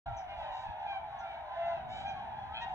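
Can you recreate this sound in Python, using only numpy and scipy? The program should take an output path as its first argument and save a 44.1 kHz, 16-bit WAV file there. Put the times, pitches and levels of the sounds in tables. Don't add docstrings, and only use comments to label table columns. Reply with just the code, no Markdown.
import sys
import numpy as np
from scipy import signal
from scipy.fft import rfft, irfft
from scipy.io import wavfile

SR = 44100
rng = np.random.default_rng(int(sys.argv[2]) if len(sys.argv) > 2 else 0)


def generate_wav(signal):
    frames = np.transpose(np.atleast_2d(signal))
    scaled = np.clip(frames, -1, 1) * 32767
    pcm = np.round(scaled).astype(np.int16)
    wavfile.write(sys.argv[1], SR, pcm)


N = 120834


def undb(db):
    return 10 ** (np.asarray(db) / 20)


def unit(x):
    return x / np.sqrt(np.mean(x ** 2) + 1e-20)


def curve(rows):
    return np.interp(np.arange(N) / SR, *np.array(rows).T)


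def shape(rows, hz):
    table_hz, values = np.array(rows).T
    return np.interp(np.log(hz + 1), np.log(table_hz), values)


def walk(rate, size):
    at = np.arange(size) / SR * rate
    return np.interp(at, np.arange(1024), rng.standard_normal(1024))


def add(out, start, x):
    at = int(start * SR)
    lo, hi = max(at, 0), min(at + len(x), N)
    if hi > lo:
        out[lo:hi] += x[lo - at:hi - at]


def stereo_noise(width, size):
    mid, side = rng.standard_normal((2, size))
    return np.array([mid + width * side, mid - width * side])


def coloured(rows, width):
    gain = undb(shape(rows, np.fft.rfftfreq(N, 1 / SR)))
    return unit(irfft(rfft(stereo_noise(width, N)) * gain, N))


TREES_T60_S, TREES_TREBLE_T60_S, TREES_BUILDUP_S = 0.45, 0.14, 0.011
TREES_SPLIT_HZ, ECHO_WIDTH = 2500, 0.68


def trees(x):
    t = np.arange(SR) / SR
    scatter = stereo_noise(ECHO_WIDTH, SR)
    low = signal.sosfilt(signal.butter(2, TREES_SPLIT_HZ, fs=SR, output="sos"), scatter)
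    high = signal.sosfilt(signal.butter(2, TREES_SPLIT_HZ, "high", fs=SR, output="sos"), scatter)
    low_tail = low * np.exp(-np.log(1000) * t / TREES_T60_S)
    high_tail = high * np.exp(-np.log(1000) * t / TREES_TREBLE_T60_S)
    tail = (low_tail - high_tail) * (1 - np.exp(-t / TREES_BUILDUP_S))
    return signal.fftconvolve(x[None], unit(tail) / np.sqrt(SR), axes=1)[:, :N]


ATTACK_S, RELEASE_S = 0.023, 0.0096
WAVER, WAVER_PER_S = 0.0032, 47.2
JITTER, JITTER_PER_S = .04, 600
EFFORT_POWER = .9


def voice(length, pitches, gains, rough):
    size = int(length * SR)
    t = np.arange(size) / SR
    u = t / length
    first, middle, last = pitches
    hz = first * (1 - u) * (1 - 2 * u) + middle * 4 * u * (1 - u) + last * u * (2 * u - 1)
    hz = hz * (1 + WAVER * walk(WAVER_PER_S, size) + JITTER * rough * walk(JITTER_PER_S, size))
    turn = np.exp(2j * np.pi * np.cumsum(hz) / SR)
    attack = np.sin(np.pi / 2 * np.minimum(t / ATTACK_S, 1))
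    release = np.sin(np.pi / 2 * np.clip((length - t) / RELEASE_S, 0, 1))
    overtones = np.polyval(np.append(gains[:0:-1], [0, 0]), turn).imag
    overtones = overtones * (1 + rough * walk(2 * JITTER_PER_S, size))
    effort = np.sin(np.pi * u) ** EFFORT_POWER
    return np.sqrt(2) * attack * release * (gains[0] * turn.imag + overtones * effort)


# (frequency [Hz], level [dB])
WINDPIPE = [(1200, -14), (1600, -8), (2000, -12.5), (2400, -13), (3100, -14), (3900, -15.5), (4700, -29.5),
            (5800, -32.5), (7500, -44), (11000, -76.5)]
NASAL_HZ, NASAL_WIDTH_HZ = 2550, 570
UNEVEN_DB = 2.2


def honk(length, pitches, overtones_db, bright_db, rough, nasal_db=0, count=14):
    k = np.arange(2, count + 1)
    hz = k * pitches[1]
    nasal = nasal_db * np.exp(-((hz - NASAL_HZ) / NASAL_WIDTH_HZ) ** 2)
    uneven = UNEVEN_DB * rng.uniform(-0.44, 1, len(k)) * np.log2(k / 2)
    tilt = bright_db * np.log2(k / np.e)
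    upper = undb(shape(WINDPIPE, hz) + nasal + overtones_db + tilt + uneven)
    return voice(length, pitches, np.append(1, upper), rough)


# (start [s], length [s], start pitch [Hz], middle pitch [Hz], end pitch [Hz],
# level [dB], overtones [dB], brightness [dB per octave], roughness [0-1], nasal resonance [dB])
NEAR_HONKS = [ (0.04, 0.1, 690, 694, 625, -54, -2, -30, 0, -3),
              (.1, 0.17, 809, 776.7, 711.5, -44.5, -17.5, 5, 0, 12),
              (0.277, 0.078, 740, 802.4, 798, -45.5, -10, 0, 0.1, 9.5),
              (0.261, 0.13, 746, 709.5, 716.5, -50.5, -6, 0, 0.06, 16),
              (0.25, 0.24, 656, 593, 561, -56, -7, -1.5, 0.1, 11),
              (.35, .1, 881, 852, 808, -48.5, -18, 8.5, 0.2, -1),
              (0.357, 0.16, 692.6, 635.6, 584, -51, 0, -0.5, .2, 2.5),
              (0.451, 0.16, 1006, 943, 890, -53, 0, -2, .2, 7.5),
              (0.459, 0.19, 1038, 1029, 1002, -54, -19.5, -5, 0.3, -6.5),
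              (0.5, 0.18, 761.6, 765, 800, -46.5, -7, 5, .3, 0.5),
              (.62, 0.13, 880, 850, 819, -49, -4, -1.5, 0.42, 2.5),
              (.75, 0.16, 882, 870, 836, -48.5, -12, -7.5, 0.28, 8.5),
              (0.847, .155, 800, 790, 748.5, -41.5, -5.5, -2.5, 0, 11),
              (0.914, 0.051, 1125, 1066, 1083, -53, -19, -12, 0, -1),
              (1.02, 0.24, 872.5, 797.3, 771, -46, -15.5, 1, 0.4, 2),
              (1.103, 0.12, 1110, 1098, 1070, -60, -7, -16.5, 0.4, 6),
              (1.188, 0.1, 683, 698.3, 637, -54.5, 6.5, -12.5, 0.12, -3),
              (1.223, 0.18, 791.7, 768, 725.5, -52, -5, 0, 0, 15.5),
              (1.315, 0.19, 691, 636, 588, -53, -7.5, -11, 0, -3.5),
              (1.475, 0.32, 1006, 1022, 954, -52, 0.5, -9, 0.42, 1),
              (1.484, 0.3, 879.4, 900, 859, -53, -4.5, -13, 0.48, 1.5),
              (1.553, 0.2093, 663, 681.3, 671.4, -39.5, -11, -3.5, 0.07, 11.5),
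              (1.641, 0.11, 772, 737, 703, -47, -1, -2, 0, -6.5),
              (1.715, 0.093, 699, 661.4, 600, -53, -5.5, 1, 0.22, 12),
              (1.874, 0.19, 735.7, 770.8, 778, -46.5, -5, 8, 0.23, 8),
              (2.003, 0.082, 674, 665, 630, -53, -7.5, 3.5, 0.2, 0),
              (2.037, 0.095, 787.5, 804.8, 763, -41.5, -2, 0, 0.08, 5),
              (2.151, 0.071, 1130, 1089, 1042, -55.5, -11, 4, 0, 4.5),
              (2.212, 0.13, 925, 905, 854, -48.5, -13.5, -12, 0.3, 3),
              (2.278, 0.16, 802.7, 798.6, 754, -49, -13.5, -3.5, 0.32, 9.5),
              (2.361, .15, 993, 1004, 1013, -57, -6, -7, 0.25, 5.5),
              (2.476, 0.15, 612.7, 662.7, 740, -59, 11, -7.5, 0, -9),
              (2.598, 0.06, 915, 941.3, 902, -44, 6.5, -1.5, 0.16, 0.5),
              (2.652, 0.12, 826.6, 758, 720, -43, -31, 11.5, 0.2, -3)]


def near_swans():
    out = np.zeros(N)
    for start, length, first, middle, last, db, overtones_db, bright_db, rough, nasal_db in NEAR_HONKS:
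        call = honk(length, (first, middle, last), overtones_db, bright_db, rough, nasal_db)
        add(out, start, undb(db) * call)
    return out


# (time [s], level [dB])
FLOCK_LEVEL = [(.06, -40.5), (.25, -47), (.42, -42.5), (.7, -44.5), (.88, -43), (1.05, -46), (1.4, -44),
               (1.62, -43), (1.88, -43), (2.2, -43), (2.5, -45.5), (2.7, -40.5)]
FLOCK_PER_S, FLOCK_LEAD_S = 70, .3
FLOCK_HZ, FLOCK_SPREAD = 807, .25
FLOCK_LENGTH_S = .17
FLOCK_RISE, FLOCK_FALL = 0.01907, 0.0841
FLOCK_OVERTONES_DB, FLOCK_BRIGHT_DB, FLOCK_ROUGH = -6, -1.5, .33
OFF_PITCH_DB, FLOCK_ECHO_DB = 12, -6.5


def far_flock():
    out = np.zeros(N)
    count = int(FLOCK_PER_S * (N / SR + FLOCK_LEAD_S))
    for i, (when, pitch, long, fall) in enumerate(rng.uniform(-1, 1, (count, 4))):
        hz = FLOCK_HZ * np.exp(FLOCK_SPREAD * pitch)
        first = hz * (1 - FLOCK_RISE * (1 + 2 * long * fall))
        last = hz * (1 - FLOCK_FALL * (1 + fall))
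        length = FLOCK_LENGTH_S * 2 ** (long / 2)
        call = honk(length, (first, hz, last), FLOCK_OVERTONES_DB, FLOCK_BRIGHT_DB, FLOCK_ROUGH, count=9)
        start = (i + when / 2) / FLOCK_PER_S - FLOCK_LEAD_S
        add(out, start, call * undb(-OFF_PITCH_DB * pitch ** 2))
    return unit(out + undb(FLOCK_ECHO_DB) * trees(out)) * undb(curve(FLOCK_LEVEL))


# (frequency [Hz], level [dB per Hz])
WIND_SPECTRUM = [(15, -20.5), (35, -5.5), (55, 4.5), (90, 5), (140, -11), (250, -21), (500, -40.5),
                 (2000, -64), (9000, -87.5)]
# (time of peak [s], width between 1/e points [s], level [dB])
WIND_BUFFETS = [(0.089, 0.13, -47), (.38, 0.16, -59), (.69, 0.03, -43), (.51, 0.043, -55),
                (1.851, 0.088, -64.5), (2.062, 0.05, -57.5), (2.55, 0.15, -58)]
WIND_DB, GUST_DB, GUSTS_PER_S = -60, 1.5, 25
LOW_WIDTH = 0.55


def wind():
    t = np.arange(N) / SR
    force = undb(WIND_DB + GUST_DB * walk(GUSTS_PER_S, N))
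    for at, length, db in WIND_BUFFETS:
        force = force + undb(db) * np.exp(-(2 * (t - at) / length) ** 2)
    return coloured(WIND_SPECTRUM, LOW_WIDTH) * force


# (frequency [Hz], level [dB per Hz])
RUMBLE_SPECTRUM = [(25, -22.5), (70, -13), (110, -1.5), (145, 1), (170, -9.5), (215, -4.5), (280, -17),
                   (450, -20), (900, -63.5), (3000, -68)]
# (time [s], level [dB])
RUMBLE_LEVEL = [(0, -64), (.85, -66.5), (1.2, -64), (1.52, -68), (1.64, -60.5), (1.9, -53), (2.3, -56.5),
                (2.55, -59), (2.74, -58.5)]


def rumble():
    return coloured(RUMBLE_SPECTRUM, LOW_WIDTH) * undb(curve(RUMBLE_LEVEL))


# (frequency [Hz], level [dB per Hz])
AIR_SPECTRUM = [(100, -7.5), (450, -0.5), (1500, 5.5), (3000, -9), (4500, -36.5), (7000, -37.5),
                (10000, -32.5), (15500, -32)]
AIR_DB, AIR_WIDTH = -59, 0.69


def still_air():
    return coloured(AIR_SPECTRUM, AIR_WIDTH) * undb(AIR_DB)


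# (start [s], length [s], mid pitch [Hz], level [dB])
SOFT_THUMPS = [(0.068, 0.089, 114.7, -51.5), (0.674, 0.05, 89.8, -55.5)]
THUMP_SAG = 0.23


def thumps():
    out = np.zeros(N)
    for start, length, hz, db in SOFT_THUMPS:
        u = np.arange(int(length * SR)) / (length * SR)
        phase = 2 * np.pi * np.cumsum(hz * (1 + THUMP_SAG * (1 - 2 * u))) / SR
        add(out, start, undb(db) * unit(np.sin(phase) * np.sin(np.pi * u) ** 2))
    return out


# (start [s], level [dB])
BIRD_CHIPS = [(0.161, -63.5), (1.181, -71), (2.074, -69.5)]
# (time after its start [s], frequency [Hz])
CHIP_GLIDE = [(0, 4400), (.005, 5900), (.012, 6150), (.028, 5550), (.039, 4600)]
CHIP_SECOND_RATIO, CHIP_SECOND_DB = 1.1, -11.5
CHIP_FLUTTER, CHIP_ECHO_DB = 0.018, -2.5


def small_bird():
    times, glide = np.array(CHIP_GLIDE).T
    t = np.arange(int(times[-1] * SR)) / SR
    hz = np.interp(t, times, glide) * (1 + CHIP_FLUTTER * walk(JITTER_PER_S, len(t)))
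    phase = 2 * np.pi * np.cumsum(hz) / SR
    tones = np.sin(phase) + undb(CHIP_SECOND_DB) * np.sin(CHIP_SECOND_RATIO * phase)
    chip = unit(tones * np.sin(np.pi * t / times[-1]))
    out = np.zeros(N)
    for start, db in BIRD_CHIPS:
        add(out, start, undb(db) * chip)
    return out + undb(CHIP_ECHO_DB) * trees(out)


# (start [s], length [s], start pitch [Hz], end pitch [Hz])
HOARSE_CRY = (2.525, .09, 790, 830)
# (centre [Hz], width [Hz], level [dB])
HOARSE_THROAT = [(1590, 270, -3.5), (2554, 100, 10), (3140, 210, 8.5), (4140, 300, -28)]
HOARSE_DB, HOARSE_ROUGH = -46, .5
FLUTTER_HZ, FLUTTER_DEPTH = 118, .8


def hoarse_cry():
    start, length, first, last = HOARSE_CRY
    source = voice(length, (first, (first + last) / 2, last), np.ones(5), HOARSE_ROUGH)
    t = np.arange(len(source)) / SR
    source = source * (1 + FLUTTER_DEPTH * np.sin(2 * np.pi * FLUTTER_HZ * t)) ** 2
    cry = np.zeros(len(source))
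    for centre, width, db in HOARSE_THROAT:
        b, a = signal.iirpeak(centre, centre / width, fs=SR)
        cry += undb(db) * signal.lfilter(b, a, source)
    out = np.zeros(N)
    add(out, start, undb(HOARSE_DB) * unit(cry))
    return out


# (frequency [Hz], phase [radians])
PORT_PHASE = [(100, 0), (550, -.55), (1000, -.55), (1650, -.2), (2050, -1.5), (2400, -2.7), (2850, -3.4),
              (3600, -4.4), (4700, -3.1), (5600, -1.7), (6800, 0), (8200, 1.7), (15000, 1.5)]


def ports(x, slant):
    lead = slant * shape(PORT_PHASE, np.fft.rfftfreq(N, 1 / SR))
    return irfft(rfft(x) * np.exp(.5j * np.array([lead, -lead])), N)


NEAR_SLANT, NEAR_ECHO_DB = .85, -9
VOICE_LOW_HZ = 490


def scene():
    near = near_swans() + hoarse_cry()
    around = undb(NEAR_ECHO_DB) * trees(near) + far_flock() + small_bird()
    birds = ports(near, NEAR_SLANT) + ports(around, 1)
    birds = signal.sosfilt(signal.butter(10, VOICE_LOW_HZ, "high", fs=SR, output="sos"), birds)
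    return birds + wind() + rumble() + still_air() + thumps()


START_S, OPENING_S, TOP_HZ = .058, .005, 15700


def record(dry):
    opening = np.clip((np.arange(N) / SR - START_S) / OPENING_S, 0, 1)
    return signal.sosfilt(signal.ellip(8, .2, 70, TOP_HZ, fs=SR, output="sos"), dry * opening)


dry = scene()
out = record(dry)
generate_wav(out)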